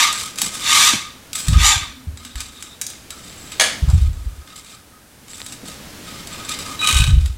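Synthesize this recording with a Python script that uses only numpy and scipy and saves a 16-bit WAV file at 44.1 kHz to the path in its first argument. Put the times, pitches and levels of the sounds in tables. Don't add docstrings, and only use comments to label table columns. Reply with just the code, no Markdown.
import sys
import numpy as np
from scipy import signal
from scipy.fft import rfft, irfft, next_fast_len
from scipy.io import wavfile

SR = 44100
rng = np.random.default_rng(int(sys.argv[2]) if len(sys.argv) > 2 else 0)


def to_wav(s):
    ch = np.atleast_2d(s).T
    pcm = np.round(np.clip(ch, -1, 1) * 32767)
    wavfile.write(sys.argv[1], SR, pcm.astype(np.int16))


N = 325369
TIME = np.arange(N) / SR

# (start [s], length [s], friction [dB], treble re friction [dB], low ring re friction [dB])
PULLS = [(-0.1, 0.13, -14, -3, -6), (0.58, 0.3, -13.5, -1, -7.5), (1.54, 0.17, -15.5, -4, -7.5),
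         (1.6, 0.081, -17.5, 1, -14)]
CREAKING_PULL = [(6.77, 0.24, -19, -4, -8.5)]
WEAVING = [(0.139, 0.12, -32, 3.5, -5), (0.365, 0.1, -30.5, 3, -7), (0.501, 0.12, -33, 3, -5.5),
           (1.344, 0.054, -30, 5, -7.5), (1.401, 0.13, -35, 1, -4.5), (1.526, 0.03, -26.5, -6, -0.5),
           (2.162, 0.17, -46.5, -5, -4), (2.36, 0.075, -36, -1, -5), (2.462, 0.26, -49, -1, -3.5),
           (2.87, 0.078, -44.5, -5, -22), (3.079, 0.42, -45.5, -1, -11), (3.512, 0.028, -37, -6, -15),
           (3.847, 0.21, -43, -2, -9), (4.076, 0.38, -56.5, 0, 2), (4.47, 0.028, -41, -4, -4),
           (4.553, 0.035, -42, 2.5, -7), (4.64, 0.11, -45, -1, -11), (5.25, 0.29, -44.5, 4.5, -8),
           (5.646, 0.062, -38, 1, -8.5), (6.029, 0.18, -39.5, -4, -6), (6.283, 0.21, -37, -5, -1.5),
           (6.481, 0.042, -25.5, -4, -11), (6.59, 0.02, -29, -4, -14), (6.641, 0.075, -34, -1, -0.5),
           (7.195, 0.08, -43, -2, -10)]
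# (time [s], level [dB])
RUSTLE = [(0.0, -51.5), (0.33, -52), (0.86, -46.5), (1.07, -55.5), (1.31, -54.5), (1.6, -48.5),
          (1.95, -57.5), (2.44, -59), (3.8, -48), (4.13, -57.5), (5.06, -60), (5.3, -56.5), (5.81, -48.5),
          (6.55, -46.5), (6.94, -45.5), (7.27, -57.5), (7.38, -60)]
# (time [s], level [dB], treble re level [dB])
TICKS = [(0.1271, -6, -11), (0.3578, -20, -9), (0.386, -12, -6), (0.417, -3, -3), (1.3314, -14.5, -4),
         (1.355, -12, -4.5), (1.483, -9.5, -5), (2.173, -21, -14), (2.2495, -17.5, -11),
         (2.356, -15, -13.5), (2.4042, -13.5, -7), (2.6244, -16.5, -7), (2.8138, -15.5, -0.5),
         (2.818, -17.5, 1), (2.8662, -22, 4.5), (2.901, -20.5, -4), (3.1051, -16, -9), (3.5194, -16.5, -11),
         (3.9004, -20, -9), (4.1305, -27.5, -18), (5.463, -20, -3.5), (5.5223, -20.5, -9),
         (6.2726, -18.5, -7), (6.4927, -14, -6), (6.589, -13, -11), (7.0745, -13.5, -12), (7.2589, -18, -9)]
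# (time [s], level [dB])
PATS = [(.425, -28), (.462, -31.5), (.572, -37), (0.933, -24), (5.631, -30.5), (5.682, -35), (6.897, -26.5)]
# (start [s], length [s], centre [Hz], width [Hz], level [dB])
ZINGS_AND_DRONE = [(1.35, 0.07, 7800, 300, -34), (1.355, 0.04, 14680, 200, -44),
                   (1.645, 0.092, 866, 180, -31.5), (1.652, 0.044, 7180, 910, -17),
                   (1.853, 0.66, 253, 44.7, -50), (2.302, 0.44, 3720, 400, -49),
                   (3.12, 0.07, 1280, 200, -48), (3.375, 0.11, 7700, 250, -44),
                   (3.882, 0.018, 990, 710, -37.5), (4.73, 0.03, 1245, 120, -47),
                   (4.905, 0.06, 1260, 70, -56), (5.287, 0.23, 7670, 300, -49),
                   (6.493, 0.02, 1250, 70, -34)]
# (time [s], level [dB], final pitch [Hz], scuff re level [dB])
BUMPS = [(1.472, -8, 55, -5.5), (1.508, -8, 55, -4), (1.55, 1.5, 64.94, -22), (1.753, -16.5, 82.5, -15),
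         (2.068, -16.5, 76, -15.5), (2.35, -20, 55, -17), (3.819, -6.5, 64, -10.5),
         (3.874, -1.5, 65, -13.5), (3.928, 0, 80, -19.5), (4.012, -6.5, 61, -22.5),
         (4.066, -8.5, 57, -15.5), (4.256, -13, 58.5, -28), (6.925, -11, 72, -20), (6.952, -7, 63, -21),
         (6.994, -2, 54.3, -12), (7.076, -5.5, 88, -8.5), (7.113, -1, 65, -17), (7.162, 1.5, 62.4, -24)]
# (time [s], level [dB], t60 [s])
CLAMP_BLOWS = [(3.5977, -6, 0.044), (3.609, -7.5, 0.067), (3.618, -10, 0.067), (3.638, -16.5, 0.24)]
# (time [s], level [dB], pitch [Hz])
CLICKS = [(5.334, -24, 2300), (5.404, -18.5, 2150), (5.4171, -13, 3930)]
# (start [s], length [s], pitch [Hz], level [dB])
SQUEALS = [(6.792, 0.083, 3875, -23.5), (6.815, 0.088, 1244, -26), (6.825, 0.029, 2490, -23),
           (7.016, 0.01, 2490, -24), (7.019, 0.035, 1520, -34)]

# (frequency [Hz], relative density [dB])
PULL_COLOUR = [(350, -46), (600, -17), (919, -13.5), (1050, -13), (1210, 1.5), (1390, -8.5), (1610, -10.5),
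               (1780, -8), (2240, -3), (2910, -7.5), (3680, -3.5), (5330, -10), (7310, -8), (14700, -28),
               (16000, -44)]
HUSH_COLOUR = [(15, -56), (25, 1), (70, 9), (405, -2.5), (463, -10), (840, -1), (1230, -12), (1330, -1),
               (1700, -2), (2550, -34), (8590, -5), (12200, -9), (16000, -14)]
RUSTLE_COLOUR = [(40, -1.5), (70, 7), (140, 3), (270, 4), (380, -3.5), (560, -3.5), (750, -8.5),
                 (2000, -8.5), (6000, -12), (12000, -19), (16000, -23)]
TICK_COLOUR = [(400, -24.5), (1200, -8), (3500, -3.5), (7500, 1), (10000, -1.5), (16000, -17.5)]
WEAVE_COLOUR = [(410, -24), (700, -16.5), (1060, -12.5), (1230, 1), (1400, -17.5), (1580, -8), (1730, -15),
                (3690, -10.5), (6920, -12), (7790, -9), (16000, -31.5)]
PAT_COLOUR = [(50, -17), (110, -7.5), (220, -0.5), (330, -13.5), (700, -20), (2000, -60)]
CLAMP_COLOUR = [(150, -38), (250, -17), (414, -17), (576, -6), (775, -7.5), (845, -6), (988, -11),
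                (1760, -5.5), (2360, -4.5), (2620, -15), (3060, -5), (4900, -12.5), (6360, -9), (9660, -12),
                (16000, -36)]
CREAK_COLOUR = [(410, -52), (700, -29.5), (1210, -13), (1360, -22), (1770, -15), (2460, -3.5), (3410, -7),
                (3840, -5.5), (4730, -10), (8210, -5), (16000, -28)]

# (frequency [Hz], width [Hz], relative level [dB])
PULL_MODES = [(939, 36, 5.5), (1100, 87, -1), (1231, 37, 5), (1588, 47, 4), (2160, 31, -1.5),
              (2300, 53.4, -3), (3030, 55, -3), (3170, 57, -3.5), (3513, 35, 4.5), (3760, 110, -4),
              (4700, 50, -5), (5900, 130, 0.5), (7290, 280, -30)]
WEAVE_MODES = [(1265, 13, 9), (1480, 53, 4), (2118, 29, 6.5), (2420, 52, 5.5), (3080, 63, 1.5),
               (3690, 350, -0.5), (4960, 200, -2), (7540, 27, -11), (7560, 19, 1), (9150, 83, -11)]
CREAK_MODES = [(1248, 11, 8.5), (1530, 31, 8), (2473, 32, 3.5), (3030, 110, 4), (3830, 120, 7),
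               (6410, 30, -6), (8100, 130, -3.5)]
# (frequency [Hz], relative level [dB], t60 [s])
METAL_MODES = [(1284, -33, 0.2), (3830, -24.5, 0.1), (7360, -24, 0.1), (7730, -16, 0.063)]
# (frequency [Hz], width [Hz], relative level [dB])
CHATTER_MODES = [(3580, 78, -6), (4390, 60, -6), (7560, 35, -1), (7690, 35, 0), (8700, 75, -11),
                 (10700, 45, -14)]
# (frequency [Hz], width [Hz], relative level [dB])
CLAMP_MODES = [(1740, 110, 2), (2220, 130, 0.5), (2920, 160, 4), (3360, 80, 1), (4460, 200, 4),
               (6380, 110, 6)]
# (frequency [Hz], t60 [s])
ROOM_T60 = [(200, 0.41), (1500, 0.48), (6000, 0.48), (10000, 0.3), (16000, 0.098)]


def from_db(db):
    return 10 ** (np.asarray(db) / 20)


def unit_rms(x):
    return x / np.sqrt(np.mean(x ** 2) + 1e-20)


def at_hz(points, hz):
    knots_hz, values = np.transpose(points)
    return np.interp(np.log(np.maximum(hz, 1)), np.log(knots_hz), values)


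def band(x, low_hz, high_hz):
    sos = signal.butter(3, [low_hz, min(high_hz, .49 * SR)], "band", fs=SR, output="sos")
    return signal.sosfilt(sos, x + 1e-18)


def band_noise(low_hz, high_hz):
    return unit_rms(band(rng.standard_normal(N), low_hz, high_hz))


def drift(knots_per_s):
    knots = rng.standard_normal(8192)
    return np.interp(TIME * knots_per_s, np.arange(len(knots)), knots)


def body(x, colour, modes=(), mode_db=0):
    size = 2 * next_fast_len(N // 2 + SR // 4)
    hz = np.fft.rfftfreq(size, 1 / SR)
    lift = 1 + sum(from_db(db + mode_db) ** 2 / (1 + (2 * (hz - mode_hz) / width_hz) ** 2)
                   for mode_hz, width_hz, db in modes)
    magnitude = unit_rms(from_db(at_hz(colour, hz)) * np.sqrt(lift))
    cepstrum = irfft(np.log(magnitude))
    response = np.exp(rfft(2 * cepstrum[:size // 2], size) - cepstrum[0])
    return irfft(rfft(x, size) * response)[:N]


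def decay(age_s, t60_s):
    return from_db(-60 * age_s / t60_s)


def burst(age_s, db, t60_s):
    return from_db(db) * rng.standard_normal(len(age_s)) * decay(age_s, t60_s)


def place(times_s, sounds):
    out = np.zeros(N + SR)
    for time_s, sound in zip(times_s, sounds):
        start = max(int(time_s * SR), 0)
        out[start:start + len(sound)] += sound
    return out[:N]


def sliding(strokes, rise_share, slowing_db_per_s):
    friction = treble = ring = 0
    for start_s, length_s, db, treble_db, ring_db in strokes:
        rise = np.sin(np.pi / 2 * np.clip((TIME - start_s) / (rise_share * length_s), 0, 1)) ** 2
        speed = rise * from_db(-slowing_db_per_s * np.clip(TIME - start_s - length_s, 0, 1))
        friction = np.maximum(friction, from_db(db) * speed)
        treble = np.maximum(treble, from_db(db + treble_db) * speed ** 1.26)
        ring = np.maximum(ring, from_db(db + ring_db) * speed)
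    return friction, treble, ring


def rub(gains, colour, modes, mode_db, grain_db, judder_db, judder_per_s, echo_gain, flutter_db):
    slips = rng.standard_normal(N) * from_db(grain_db * drift(900) + judder_db * drift(judder_per_s))
    round_trip_s = np.abs(0.001072 + .00012 * drift(18))
    slips = slips + echo_gain * np.interp(TIME - round_trip_s, TIME, slips)
    sound = body(slips, colour, modes, mode_db)
    low = signal.sosfiltfilt(signal.butter(4, 1600, fs=SR, output="sos"), sound)
    high = signal.sosfiltfilt(signal.butter(3, 5200, "high", fs=SR, output="sos"), sound)
    friction, treble, ring = gains
    ring = ring * from_db(flutter_db * drift(40))
    return friction * unit_rms(sound - low - high) + treble * unit_rms(high) + ring * unit_rms(low)


def background(hush_db=-53, whine_hz=12100, whine_db=-68):
    hush = from_db(hush_db) * body(rng.standard_normal(N), HUSH_COLOUR)
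    whine = from_db(whine_db) * np.sqrt(2) * np.sin(2 * np.pi * whine_hz * TIME)
    return hush + whine


def rustle(gain_db=11):
    level_db = np.interp(TIME, *np.transpose(RUSTLE))
    return from_db(level_db + gain_db) * body(rng.standard_normal(N), RUSTLE_COLOUR)


def stray_ticks(rate_per_s=6, over_friction_db=15, spread_db=2.5, treble_db=-9, candidates=64):
    start_s, length_s, friction_db = np.transpose(WEAVING)[:3]
    chance, which, when, strength = rng.random((candidates, 4)).T
    stroke = np.searchsorted(np.cumsum(length_s) / length_s.sum(), which)
    times_s = start_s[stroke] + when * length_s[stroke]
    db = friction_db[stroke] + over_friction_db + spread_db * (2 * strength - 1)
    rows = np.column_stack([times_s, db, np.full(candidates, treble_db)])
    return rows[chance < rate_per_s * length_s.sum() / candidates]


def ticks(crack_t60_s=0.024, buzz_db=-20.5, buzz_t60_s=0.13, crack_db=-5, ring_db=-1.5):
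    age_s = TIME[:SR // 3]
    times_s, db, treble_db = np.vstack([TICKS, stray_ticks()]).T
    envelope = decay(age_s, crack_t60_s) + from_db(buzz_db) * decay(age_s, buzz_t60_s)
    cracks = rng.standard_normal((len(db), len(age_s))) * envelope * from_db(db + crack_db)[:, None]
    dull = band(place(times_s, cracks), 520, 3950)
    bright = band(place(times_s, cracks * from_db(treble_db + 3)[:, None]), 5000, 21400)
    rings = 0
    for hz, mode_db, t60_s in METAL_MODES:
        strength = from_db(db + mode_db + ring_db + rng.normal(0, 1.9, len(db)))[:, None]
        rings += strength * np.sin(2 * np.pi * hz * age_s) * decay(age_s, t60_s)
    return body(dull + bright, TICK_COLOUR) + place(times_s, rings)


def chatter(envelope, rate_per_s=40, spread_db=4, gain_db=-7.5):
    touches = (rng.random(N) < rate_per_s / SR) * from_db(spread_db * rng.standard_normal(N))
    out = 0
    for hz, width_hz, db in CHATTER_MODES:
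        radius = np.exp(-np.pi * width_hz / SR)
        feedback = [1, -2 * radius * np.cos(2 * np.pi * hz / SR), radius ** 2]
        ring = signal.lfilter([1, 0, -1], feedback, touches * rng.standard_normal(N) + 1e-18)
        out += from_db(db) * unit_rms(ring)
    return from_db(gain_db) * envelope * unit_rms(out)


def pats(t60_s=0.14):
    thuds = [burst(TIME[:SR // 4], db, t60_s) for _, db in PATS]
    return body(place([row[0] for row in PATS], thuds), PAT_COLOUR)


def zings_and_drone(attack_s=0.0032, release_t60_s=0.3, flutter_db=2.5):
    out = np.zeros(N)
    for start_s, length_s, hz, width_hz, db in ZINGS_AND_DRONE:
        attack = np.clip((TIME - start_s) / attack_s, 0, 1)
        release = decay(np.maximum(TIME - start_s - length_s, 0), release_t60_s)
        out += from_db(db) * attack * release * band_noise(hz - width_hz / 2, hz + width_hz / 2)
    return out * from_db(flutter_db * drift(45))


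def rebounds(count=2, gap_s=0.0544, scatter=0.15, loss_db=9.5):
    gaps_s = gap_s * (1 + scatter * rng.standard_normal((len(BUMPS), count)))
    return [(time_s + waits_s[:k].sum(), db - k * loss_db, hz, scuff_db)
            for (time_s, db, hz, scuff_db), waits_s in zip(BUMPS, gaps_s) for k in range(count + 1)]


def bumps(swell_s=0.015, sag=0.11, rumble_db=-15, rumble_t60_s=0.44, gain_db=-2.5):
    age_s = TIME[:SR // 2]
    times_s, db, hz, scuff_db = np.transpose(rebounds())[:, :, None]
    times_s = times_s[:, 0]
    swell = (age_s / swell_s * np.exp(1 - age_s / swell_s)) ** 2
    cycles = hz * (age_s + sag * swell_s * (1 - np.exp(-age_s / swell_s)))
    tail = decay(age_s, rumble_t60_s) * np.minimum(age_s / swell_s, 1)
    push = place(times_s, from_db(db) * swell * np.sin(2 * np.pi * cycles))
    scuff = place(times_s, from_db(db + scuff_db) * swell) * band_noise(84.7, 157.4)
    rumble = place(times_s, from_db(db + rumble_db) * tail) * band_noise(35.2, 82)
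    return from_db(gain_db) * (push + scuff + rumble)


def clamp():
    blows = [burst(TIME[:SR // 3], db, t60_s) for _, db, t60_s in CLAMP_BLOWS]
    return body(place([row[0] for row in CLAMP_BLOWS], blows), CLAMP_COLOUR, CLAMP_MODES)


def clicks(t60_s=0.0023, gain_db=1.5):
    age_s = TIME[:SR // 50]
    envelope = decay(age_s, t60_s)
    pips = [from_db(db + gain_db) * np.sin(2 * np.pi * hz * age_s) * envelope for _, db, hz in CLICKS]
    return place([row[0] for row in CLICKS], pips)


def squeals(wander_hz=31.9, rough_db=3, edge_s=0.0044):
    out = np.zeros(N)
    for start_s, length_s, hz, db in SQUEALS:
        gate = np.clip(np.minimum(TIME - start_s, start_s + length_s - TIME) / edge_s + .5, 0, 1)
        phase = 2 * np.pi * np.cumsum(hz + wander_hz * drift(150)) / SR
        out += gate * from_db(db + rough_db * drift(200)) * np.sqrt(2) * np.sin(phase)
    return out


def creak(start_s=6.872, count=9, gap_s=0.0185, scatter_s=0.002, first_db=-8, loss_db=1.3):
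    times_s = start_s + np.arange(count) * gap_s + scatter_s * rng.standard_normal(count)
    jerks = [burst(TIME[:SR // 10], first_db - k * loss_db, t60_s=0.04) for k in range(count)]
    return body(place(times_s, jerks), CREAK_COLOUR, CREAK_MODES, mode_db=5.5)


def room(x, build_up_s=0.0033):
    age_s = TIME[:SR * 3 // 4]
    edges_hz = np.geomspace(100, 17000, 10)
    tail = 0
    for low_hz, high_hz in zip(edges_hz, edges_hz[1:]):
        t60_s = at_hz(ROOM_T60, np.sqrt(low_hz * high_hz))
        tail += band(rng.standard_normal(len(age_s)), low_hz, high_hz) * decay(age_s, t60_s)
    tail *= np.clip(age_s / build_up_s, 0, 1)
    return signal.fftconvolve(x, tail / np.sqrt(np.sum(tail ** 2)))[:N]


def scene():
    pull_gains = sliding(PULLS, rise_share=0.69, slowing_db_per_s=131)
    creak_gains = sliding(CREAKING_PULL, rise_share=0.38, slowing_db_per_s=131)
    weave_gains = sliding(WEAVING, rise_share=0.25, slowing_db_per_s=176)
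    swishes = rub(pull_gains, PULL_COLOUR, PULL_MODES, mode_db=6.5, grain_db=1.5,
                  judder_db=0.9, judder_per_s=120, echo_gain=0.42, flutter_db=2)
    rasp = rub(creak_gains, CREAK_COLOUR, CREAK_MODES, mode_db=7, grain_db=3.5,
               judder_db=4, judder_per_s=140, echo_gain=0.15, flutter_db=2)
    pulls = from_db(-0.88) * swishes + from_db(-2.5) * rasp + creak() + squeals()
    feeding = rub(weave_gains, WEAVE_COLOUR, WEAVE_MODES, mode_db=5, grain_db=2.5,
                  judder_db=3, judder_per_s=110, echo_gain=0.29, flutter_db=1)
    tones = zings_and_drone()
    _, weave_treble, _ = weave_gains
    weaving = from_db(-2.5) * feeding + chatter(weave_treble)
    taps = ticks()
    snap = clamp()
    reverb = room(from_db(-6.5) * taps + from_db(-6) * snap + from_db(-14) * pulls)
    close = bumps() + pats() + clicks()
    return (pulls + weaving + tones + taps + snap + reverb + close + background() + rustle())[None]


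def record(dry):
    rounded = dry / (1 + dry ** 6) ** (1 / 6)
    cutoff_hz = 15900
    return signal.sosfilt(signal.ellip(12, .1, 90, cutoff_hz, fs=SR, output="sos"), rounded)


dry = scene()
out = record(dry)
to_wav(out)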